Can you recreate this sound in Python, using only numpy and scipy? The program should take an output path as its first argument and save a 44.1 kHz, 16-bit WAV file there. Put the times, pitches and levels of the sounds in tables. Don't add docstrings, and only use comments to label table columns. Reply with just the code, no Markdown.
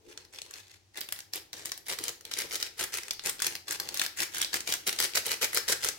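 import sys
import numpy as np
from scipy import signal
from scipy.fft import rfft, irfft, next_fast_len
from scipy.io import wavfile
from scipy.ndimage import uniform_filter1d

SR = 44100
rng = np.random.default_rng(int(sys.argv[2]) if len(sys.argv) > 2 else 0)


def to_wav(s):
    ch = np.atleast_2d(s).T
    pcm = np.round(np.clip(ch, -1, 1) * 32767)
    wavfile.write(sys.argv[1], SR, pcm.astype(np.int16))


N = 263718

# (start [s], end [s], time to full speed [s], strength [dB],
# extra weight of the granules against the pouch wall [dB])
FLICKS = [(0.056, 0.13, 0.038, -53.5, -6), (0.139, 0.259, 0.0033, -65, 6), (0.323, 0.396, .01, -50, -6),
          (0.443, 0.51, 0.0032, -58, 1.5), (0.518, 0.609, 0.025, -50.5, -8),
          (0.622, 0.765, 0.0027, -59, -23), (0.951, 0.986, .013, -41.5, -1),
          (0.988, 1.05, 0.0037, -50.5, -9), (1.096, 1.203, 0.0055, -52.5, -12),
          (1.333, 1.378, 0.0082, -40.5, 2), (1.528, 1.639, 0.0043, -48.5, 0.5),
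          (1.648, 1.698, .003, -45.5, -5), (1.87, 1.935, .03, -32, 0), (1.974, 2.101, 0.017, -42.5, 6),
          (2.246, 2.3, 0.0033, -54, -2), (2.31, 2.363, 0.0039, -43, -23), (2.365, 2.421, 0.0031, -34.5, -3),
          (2.426, 2.457, 0.00297, -45, 7), (2.501, 2.565, 0.02, -36, -1.5),
          (2.592, 2.674, 0.0077, -40.5, -7), (2.78, 2.843, 0.017, -32, 1),
          (2.92, 2.989, 0.0079, -37.5, -3.5), (3.019, 3.098, .003, -52, -4), (3.234, 3.296, 0.012, -32, 2),
          (3.395, 3.48, 0.057, -34.5, 1), (3.501, 3.564, .003, -45.5, -2), (3.669, 3.757, .014, -38.5, 0),
          (3.79, 3.929, 0.0026, -48.5, 10.5), (3.938, 3.994, .003, -39.5, -9),
          (3.995, 4.062, 0.00314, -35.5, -7.5), (4.176, 4.234, 0.021, -29, -2.5),
          (4.326, 4.437, 0.023, -34.5, -5), (4.526, 4.568, .012, -31.5, 0), (4.668, 4.752, 0.0056, -33, -1),
          (4.864, 4.893, 0.0029, -28.5, -2), (4.919, 4.963, 0.0036, -47, -5),
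          (4.984, 5.054, 0.0039, -29, -1.5), (5.148, 5.184, 0.0037, -27, -1.5),
          (5.252, 5.342, .003, -32.5, 0.5), (5.411, 5.447, 0.0048, -26, -0.5),
          (5.53, 5.588, 0.019, -29.5, 1), (5.679, 5.731, 0.0027, -27.5, 3.5), (5.812, 5.894, 0.027, -33, 1)]
# (time [s], level [dB], pitch of the foil facet [Hz], brightness [dB])
SNAPS = [(0.175, -42, 6450, -14.5), (0.25, -55, 4500, -4), (0.386, -43.5, 3700, -14),
         (0.417, -40, 7900, -13), (0.5093, -46, 7250, -4), (0.538, -43.5, 5660, -7),
         (0.973, -39.5, 3880, 4), (1.0075, -36.5, 15000, 2), (1.0124, -35.5, 4360, -6),
         (1.0879, -41.5, 10700, -6), (1.1231, -31, 10700, 0.5), (1.1891, -42.5, 1840, 2),
         (1.204, -43.5, 5570, -5), (1.3346, -32.5, 5240, 1), (1.357, -38.5, 11700, 11),
         (1.53, -39, 4740, 1), (1.656, -34, 8600, 3), (1.718, -32.5, 5330, -4), (1.7761, -43.5, 10100, -1),
         (1.8838, -38, 9200, 9), (1.987, -34.5, 4930, 6), (2.0381, -33, 8450, -2), (2.0807, -31.5, 7000, 0),
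         (2.0915, -36.5, 6900, 5), (2.209, -50, 6600, 3), (2.2514, -40.5, 3310, 0),
         (2.313, -39.5, 3900, -1), (2.3367, -32.5, 5540, -7), (2.387, -30, 5900, 7), (2.41, -36, 3400, 11),
         (2.5091, -41.5, 2170, -11), (2.555, -31.5, 6100, 0), (2.6263, -28.5, 5100, -2.5),
         (2.8387, -33.5, 4360, 14), (2.9394, -33, 5600, 6), (2.972, -37, 9400, 5), (2.9847, -38, 2170, -7),
         (3.033, -41.5, 5500, 2), (3.082, -42, 8000, -5), (3.1078, -29, 5500, -9), (3.133, -43, 4940, 17),
         (3.194, -39.5, 4030, -13), (3.2592, -31, 6400, 2), (3.2944, -30, 8600, 7), (3.393, -42, 3370, -24),
         (3.401, -38, 5200, 3), (3.42, -26, 7350, 0), (3.445, -31.5, 7000, -3), (3.4659, -26.5, 6400, 4),
         (3.5524, -35, 4470, 0), (3.7083, -31, 7700, -2), (3.727, -36, 5500, 17), (3.7992, -30.5, 4440, 5),
         (3.888, -35, 5930, -5), (3.943, -34, 4670, 7), (3.972, -34, 6500, 3), (3.9949, -27.5, 3750, -3),
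         (4.0149, -26, 7300, -5), (4.0624, -32.5, 4460, 2), (4.203, -31.5, 4700, -2),
         (4.346, -36.5, 5900, 7), (4.382, -34, 6500, 6), (4.4149, -26, 6500, 4), (4.4454, -31.5, 4200, -10),
         (4.531, -34.5, 4800, -10), (4.541, -27, 5270, 2), (4.6048, -36, 6440, -4), (4.723, -29, 4320, 0),
         (4.738, -28.5, 6350, 1), (4.874, -28, 11300, -6.5), (4.9272, -34, 10100, -9),
         (4.962, -44, 7060, -9), (4.9875, -34, 6600, -3), (5.001, -25.5, 4700, 9), (5.041, -29, 10600, -1),
         (5.135, -41.5, 2380, -16), (5.1558, -26.5, 6000, 6), (5.1762, -31, 5000, -12),
         (5.2637, -31, 11500, 7), (5.3157, -29, 4500, 1), (5.531, -35, 9900, -6), (5.546, -29, 9600, 15),
         (5.572, -25, 6250, 2), (5.6857, -31.5, 4000, -4), (5.7233, -26.5, 7500, -3),
         (5.8382, -32.5, 4660, -4), (5.8454, -27.5, 9400, -1), (5.8863, -28, 6550, 1)]
# (frequency [Hz], level per Hz [dB])
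GRANULE_TONE = [(150, -32.5), (600, -7), (1100, -6.5), (1750, 1), (3000, 0), (4500, 0.5), (7000, -1.5),
                (11000, -6.5), (16000, -14.5)]
# (frequency [Hz], level per Hz [dB])
FOIL_TONE = [(150, -12.5), (500, -5), (1000, -6.5), (1700, 2.5), (3000, 0), (4500, 2), (7000, -0.5),
             (11000, -1), (16000, -4.5)]
# (frequency [Hz], level per Hz [dB])
POUCH_TONE = [(20, -15), (60, -10), (150, -10.5), (220, -13.5), (320, -4.5), (470, 0.5), (650, -14),
              (850, -3.5), (1500, -21), (4000, -45)]
# (frequency [Hz], level per Hz [dB])
FLAP_TONE = [(30, -24), (150, -8), (230, -10), (340, 5.5), (480, 3), (650, -8.5), (1000, -7), (3000, -32)]
# (time [s], level [dB])
RUB_LEVEL = [(0.03, -74), (0.065, -59), (0.09, -51.5), (0.115, -66), (0.15, -73), (0.2, -67), (0.26, -85)]
# (frequency [Hz], level per Hz [dB])
RUB_TONE = [(60, -18), (220, -12), (300, 0.5), (450, 3), (540, -12), (620, -31), (1500, -47)]
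# (time [s], level [dB])
GRIP_LEVEL = [(0, -65), (.5, -66.5), (.85, -73), (1.6, -64), (2.4, -64), (3.6, -66), (4.4, -60.5),
              (5.98, -59)]
# (frequency [Hz], level per Hz [dB])
GRIP_TONE = [(60, -15), (150, -8), (220, -10), (330, 0), (480, -4), (620, -11), (820, -6.5), (1300, -22),
             (4000, -26)]
# (frequency [Hz], time to fall 60 dB [s])
KITCHEN_DECAY = [(100, 0.9), (350, 0.27), (800, 0.36), (2000, 0.36), (5000, 0.33), (9000, 0.25),
                 (16000, 0.3)]
# (frequency [Hz], time to fall 60 dB [s], level [dB])
ROOM_MODE = (342, 0.44, -33)
# (frequency [Hz], level per Hz [dB])
AIR_TONE = [(20, -23), (55, -25), (100, -5.5), (190, -14), (350, -8), (600, -19), (1200, -16), (2200, -14),
            (6000, -12), (16000, -33)]
# (frequency [Hz], width [Hz], level [dB])
HUM = [(55, 9.1, -83), (95, 24, -71.5)]
# (frequency [Hz], left minus right [dB])
BALANCE = [(100, 2), (500, 2.5), (1200, 3.5), (4000, 1), (8000, 1.7), (13000, -3.8)]
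# (frequency [Hz], likeness [0 to 1])
LIKENESS = [(35, 0), (65, 1), (130, 0.6), (280, 0.47), (550, 0.53), (1300, 0.043), (3000, 0.098),
            (16000, 0)]

HARD_FLICK_DB = -31
BRIGHT_DB, BRIGHT_DB_PER_DB = 2, 0.26
BODY_DB, BODY_DB_PER_DB, BODY_WEIGHT_SHARE = -50, 0.59, 0.51
FLAP_TAUT, FLAP_OCTAVES_PER_DB, FLAP_SCATTER_OCTAVES = 1.073, .007, 0.13
FLAP_DB, FLAP_DB_PER_DB, FLAP_LAG_S = -53, 0.8, .012
REBOUND_DB, REBOUND_LEAD_S = -3.5, .012
CRINKLES_PER_S, CRINKLE_DB, CRINKLE_DB_PER_DB, CRINKLE_SPREAD_DB = 26, -36.5, 0.85, 2
CRINKLE_HZ, CRINKLE_OCTAVES = 5500, 0.32
SNAP_DB, SNAP_LENGTH_S, SNAP_STRETCH_PER_DB = -33.5, .0013, .018
HOLLOW_DB, HOLLOW_SHARE, HOLLOW_SPREAD_DB = 1.5, 0.58, 5
EDGE_HZ = 16050


def flick(start, end, swell_s, db, weight_db):
    effort_db = db - HARD_FLICK_DB
    bright_db = BRIGHT_DB + BRIGHT_DB_PER_DB * effort_db
    body_db = BODY_DB + BODY_DB_PER_DB * effort_db + BODY_WEIGHT_SHARE * weight_db
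    yield rush(start, end, swell_s, db, bright_db, body_db)

    taut_octaves = FLAP_OCTAVES_PER_DB * effort_db + FLAP_SCATTER_OCTAVES * rng.standard_normal()
    taut = FLAP_TAUT * 2 ** taut_octaves
    flap_db = FLAP_DB + FLAP_DB_PER_DB * effort_db + weight_db
    yield flap(start + swell_s + FLAP_LAG_S, flap_db, taut)
    yield flap(end - REBOUND_LEAD_S, flap_db + REBOUND_DB, taut)

    yield from crinkles(start + swell_s, end, effort_db, bright_db)


def rush(start, end, swell_s, db, bright_db, body_db,
         settle_s=0.0065, slide_s=0.0073, slide_db=-11, trickle_db=-17, trickle_s=0.065,
         per_s=2600, crowding=.17, thinning=.55, hiss_db=-1.03):
    length = max(end - start, .005)
    swell_s = max(swell_s, .001)
    t = np.arange(-.04, length + .14, 1 / SR)
    after = np.maximum(t - length, 0)

    slide = gain_of(slide_db) * np.exp(np.minimum(t, 0) / slide_s)
    trickle = gain_of(trickle_db) * np.exp(-after / trickle_s)
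    settle = np.maximum(np.exp(-after / settle_s), trickle)
    flow = np.maximum(slide, np.minimum(t / swell_s, 1)) * settle

    hits_per_s = per_s * gain_of(crowding * (db - HARD_FLICK_DB))
    crowd = np.maximum(flow, .03) ** thinning
    hits = granules(len(t), hits_per_s * crowd)
    rattle = evened(colour(hits, lambda hz: read(GRANULE_TONE, hz) + bright_db * treble(hz)))
    rattle = rattle * np.sqrt(crowd.mean() / crowd)
    body = evened(colour(rng.standard_normal((2, len(t))), lambda hz: read(POUCH_TONE, hz)))
    return start + t[0], flow * (gain_of(db + hiss_db) * rattle + gain_of(body_db) * body)


def granules(size, per_s, spread_db=3.0, clump_db=3.5, clump_s=.004, ring_s=0.0006, facet_db=7,
             uneven_db=2.5, low_hz=1600, high_hz=14000, count=10):
    clumps = evened(uniform_filter1d(rng.standard_normal(size), max(round(clump_s * SR), 1)))
    sizes_db = spread_db * np.minimum(rng.exponential(1, size), 3) + clump_db * np.clip(clumps, -2, 2)
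    sizes = gain_of(sizes_db) * (rng.random(size) < per_s / SR)
    struck = rng.integers(0, count, size)

    length = 2 * next_fast_len(size)
    hz = np.fft.rfftfreq(length, 1 / SR)
    sound = 0
    for k, pitch_hz in enumerate(np.geomspace(low_hz, high_hz, count)):
        peak_db = facet_db + uneven_db * rng.standard_normal()
        ring = gain_of(peak_db * facet(hz, pitch_hz))
        hits = rfft(sizes * (struck == k), length)
        sound = sound + hits * rfft(tick(ring_s), length) * ring
    return irfft(sound)[:, :size]


def tick(ring_s, onset_s=0.00039, size=512):
    t = np.arange(size) / SR
    return rng.standard_normal((2, size)) * np.exp(-t / ring_s) * (1 - np.exp(-t / onset_s))


def facet(hz, pitch_hz, octaves=0.18):
    return np.exp(-.5 * (np.log2((hz + 1) / pitch_hz) / octaves) ** 2)


def snap(s, db, pitch_hz, bright_db, facet_db=7, octaves=.35, hollow_hz=1400, onset_s=0.001, size=512):
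    length_s = SNAP_LENGTH_S * np.exp(SNAP_STRETCH_PER_DB * (db - SNAP_DB))
    hollow_db = HOLLOW_DB + HOLLOW_SHARE * bright_db + HOLLOW_SPREAD_DB * rng.standard_normal()

    def shape(hz):
        ring_db = facet_db * facet(hz, pitch_hz, octaves) + hollow_db * facet(hz, hollow_hz, 0.6)
        return read(FOIL_TONE, hz) + ring_db + bright_db * treble(hz)

    t = np.arange(size) / SR
    fade = 1 + (t / (1.74 * max(length_s, .0004))) ** 3
    run = (1 - np.exp(-t / onset_s)) / fade
    return s, gain_of(db) * evened(colour(rng.standard_normal((2, size)) * run, shape))


def crinkles(start, end, effort_db, bright_db, count=6):
    draws = np.hstack([rng.random((count, 2)), rng.standard_normal((count, 2))])
    for chance, moment, size, pitch in draws:
        db = CRINKLE_DB + CRINKLE_DB_PER_DB * effort_db + CRINKLE_SPREAD_DB * size
        pitch_hz = CRINKLE_HZ * 2 ** (CRINKLE_OCTAVES * pitch)
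        sound = snap(start + moment * (end - start), db, pitch_hz, bright_db)
        if chance < CRINKLES_PER_S * (end - start) / count:
            yield sound


def flap(s, db, taut, rise_s=0.0041, size=4096):
    u = np.arange(size) / SR / max(rise_s, .001)
    push = rng.standard_normal((2, size)) * u * np.exp(-u)
    return s, gain_of(db) * evened(colour(push, lambda hz: read(FLAP_TONE, hz / taut)))


def rub():
    s, db = np.transpose(RUB_LEVEL)
    t = np.arange(s[0], s[-1], 1 / SR)
    friction = evened(colour(rng.standard_normal((2, len(t))), lambda hz: read(RUB_TONE, hz)))
    return s[0], gain_of(np.interp(t, s, db)) * friction


def handling(rustle_db=-4.0):
    s, db = np.transpose(GRIP_LEVEL)
    rustle = evened(colour(rng.standard_normal((2, N)), lambda hz: read(GRIP_TONE, hz)))
    return gain_of(np.interp(np.arange(N) / SR, s, db) + rustle_db) * rustle


def kitchen(x, sweep_s=1.5):
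    angle = np.pi * np.arange(N) / SR / sweep_s
    wet = 0
    for share in (np.cos(angle), np.sin(angle)):
        wet = wet + signal.oaconvolve(x * share, echoes(), axes=1)[:, :N]
    return x + wet


def echoes(early_db=-9, early_s=0.0038, tail_db=-6.5, build_s=0.0015, size=32768):
    t = np.arange(size) / SR
    taps = rng.standard_normal((2, size)) * (rng.random((2, size)) < 5000 / SR)
    early = taps * (t > .001) * np.exp(-t / early_s)

    hz, frame_s, z = signal.stft(rng.standard_normal((2, size)), SR, nperseg=256)
    z = z * gain_of(-60 * frame_s / read(KITCHEN_DECAY, hz)[:, None])
    tail = signal.istft(z, SR)[1][:, :size] * (1 - np.exp(-t / build_s))

    mode_hz, t60, mode_db = ROOM_MODE
    mode = np.sin(2 * np.pi * (mode_hz * t + rng.random())) * np.exp(-np.log(1000) * t / t60)
    parts = (early_db, early), (tail_db, tail), (mode_db, mode)
    return sum(gain_of(db) * evened(part) for db, part in parts) / np.sqrt(size)


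def ambience(floor_db=-70):
    hz = np.fft.rfftfreq(N, 1 / SR)

    def noise(gain):
        return evened(irfft(rfft(rng.standard_normal((2, N))) * gain, N))

    hum = sum(gain_of(db) * noise(1 / (1 + (2 * (hz - f) / width) ** 2)) for f, width, db in HUM)
    return gain_of(floor_db) * noise(gain_of(read(AIR_TONE, hz))) + hum


def microphones(x):
    hz = np.fft.rfftfreq(N, 1 / SR)
    angle = np.arcsin(np.clip(read(LIKENESS, hz), -1, 1)) / 2
    z = rfft(x)
    z = np.cos(angle) * z + np.sin(angle) * z[::-1]
    return irfft(z * gain_of(np.outer([.5, -.5], read(BALANCE, hz))), N)


def gain_of(db):
    return 10 ** (np.asarray(db) / 20)


def evened(x):
    return x / np.sqrt(np.mean(x ** 2) + 1e-20)


def read(points, hz):
    f, value = np.transpose(points)
    return np.interp(np.log(hz + 1), np.log(f + 1), value)


def treble(hz, corner_hz=7500):
    return 1 / (1 + (corner_hz / (hz + 1)) ** 4)


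def colour(x, db_at):
    size = 2 * next_fast_len(x.shape[1] // 2 + 1024)
    log_gain = np.log(gain_of(db_at(np.fft.rfftfreq(size, 1 / SR))))
    cepstrum = irfft(log_gain) * (1 + np.sign(size / 2 - np.arange(size)))
    cepstrum[0] /= 2
    return irfft(rfft(x, size) * np.exp(rfft(cepstrum)))[:, :x.shape[1]]


def add(mix, s, sound):
    part = mix[:, max(round(s * SR), 0):][:, :sound.shape[1]]
    part += sound[:, :part.shape[1]]


def scene():
    sachet = handling()
    for row in SNAPS:
        add(sachet, *snap(*row))
    for row in FLICKS:
        for s, sound in flick(*row):
            add(sachet, s, sound)
    add(sachet, *rub())
    return microphones(kitchen(sachet) + ambience())


def record(dry):
    low_pass = signal.firwin(511, EDGE_HZ, window=("kaiser", 9), fs=SR)
    return signal.oaconvolve(dry, low_pass[None], "same")


dry = scene()
out = record(dry)
to_wav(out)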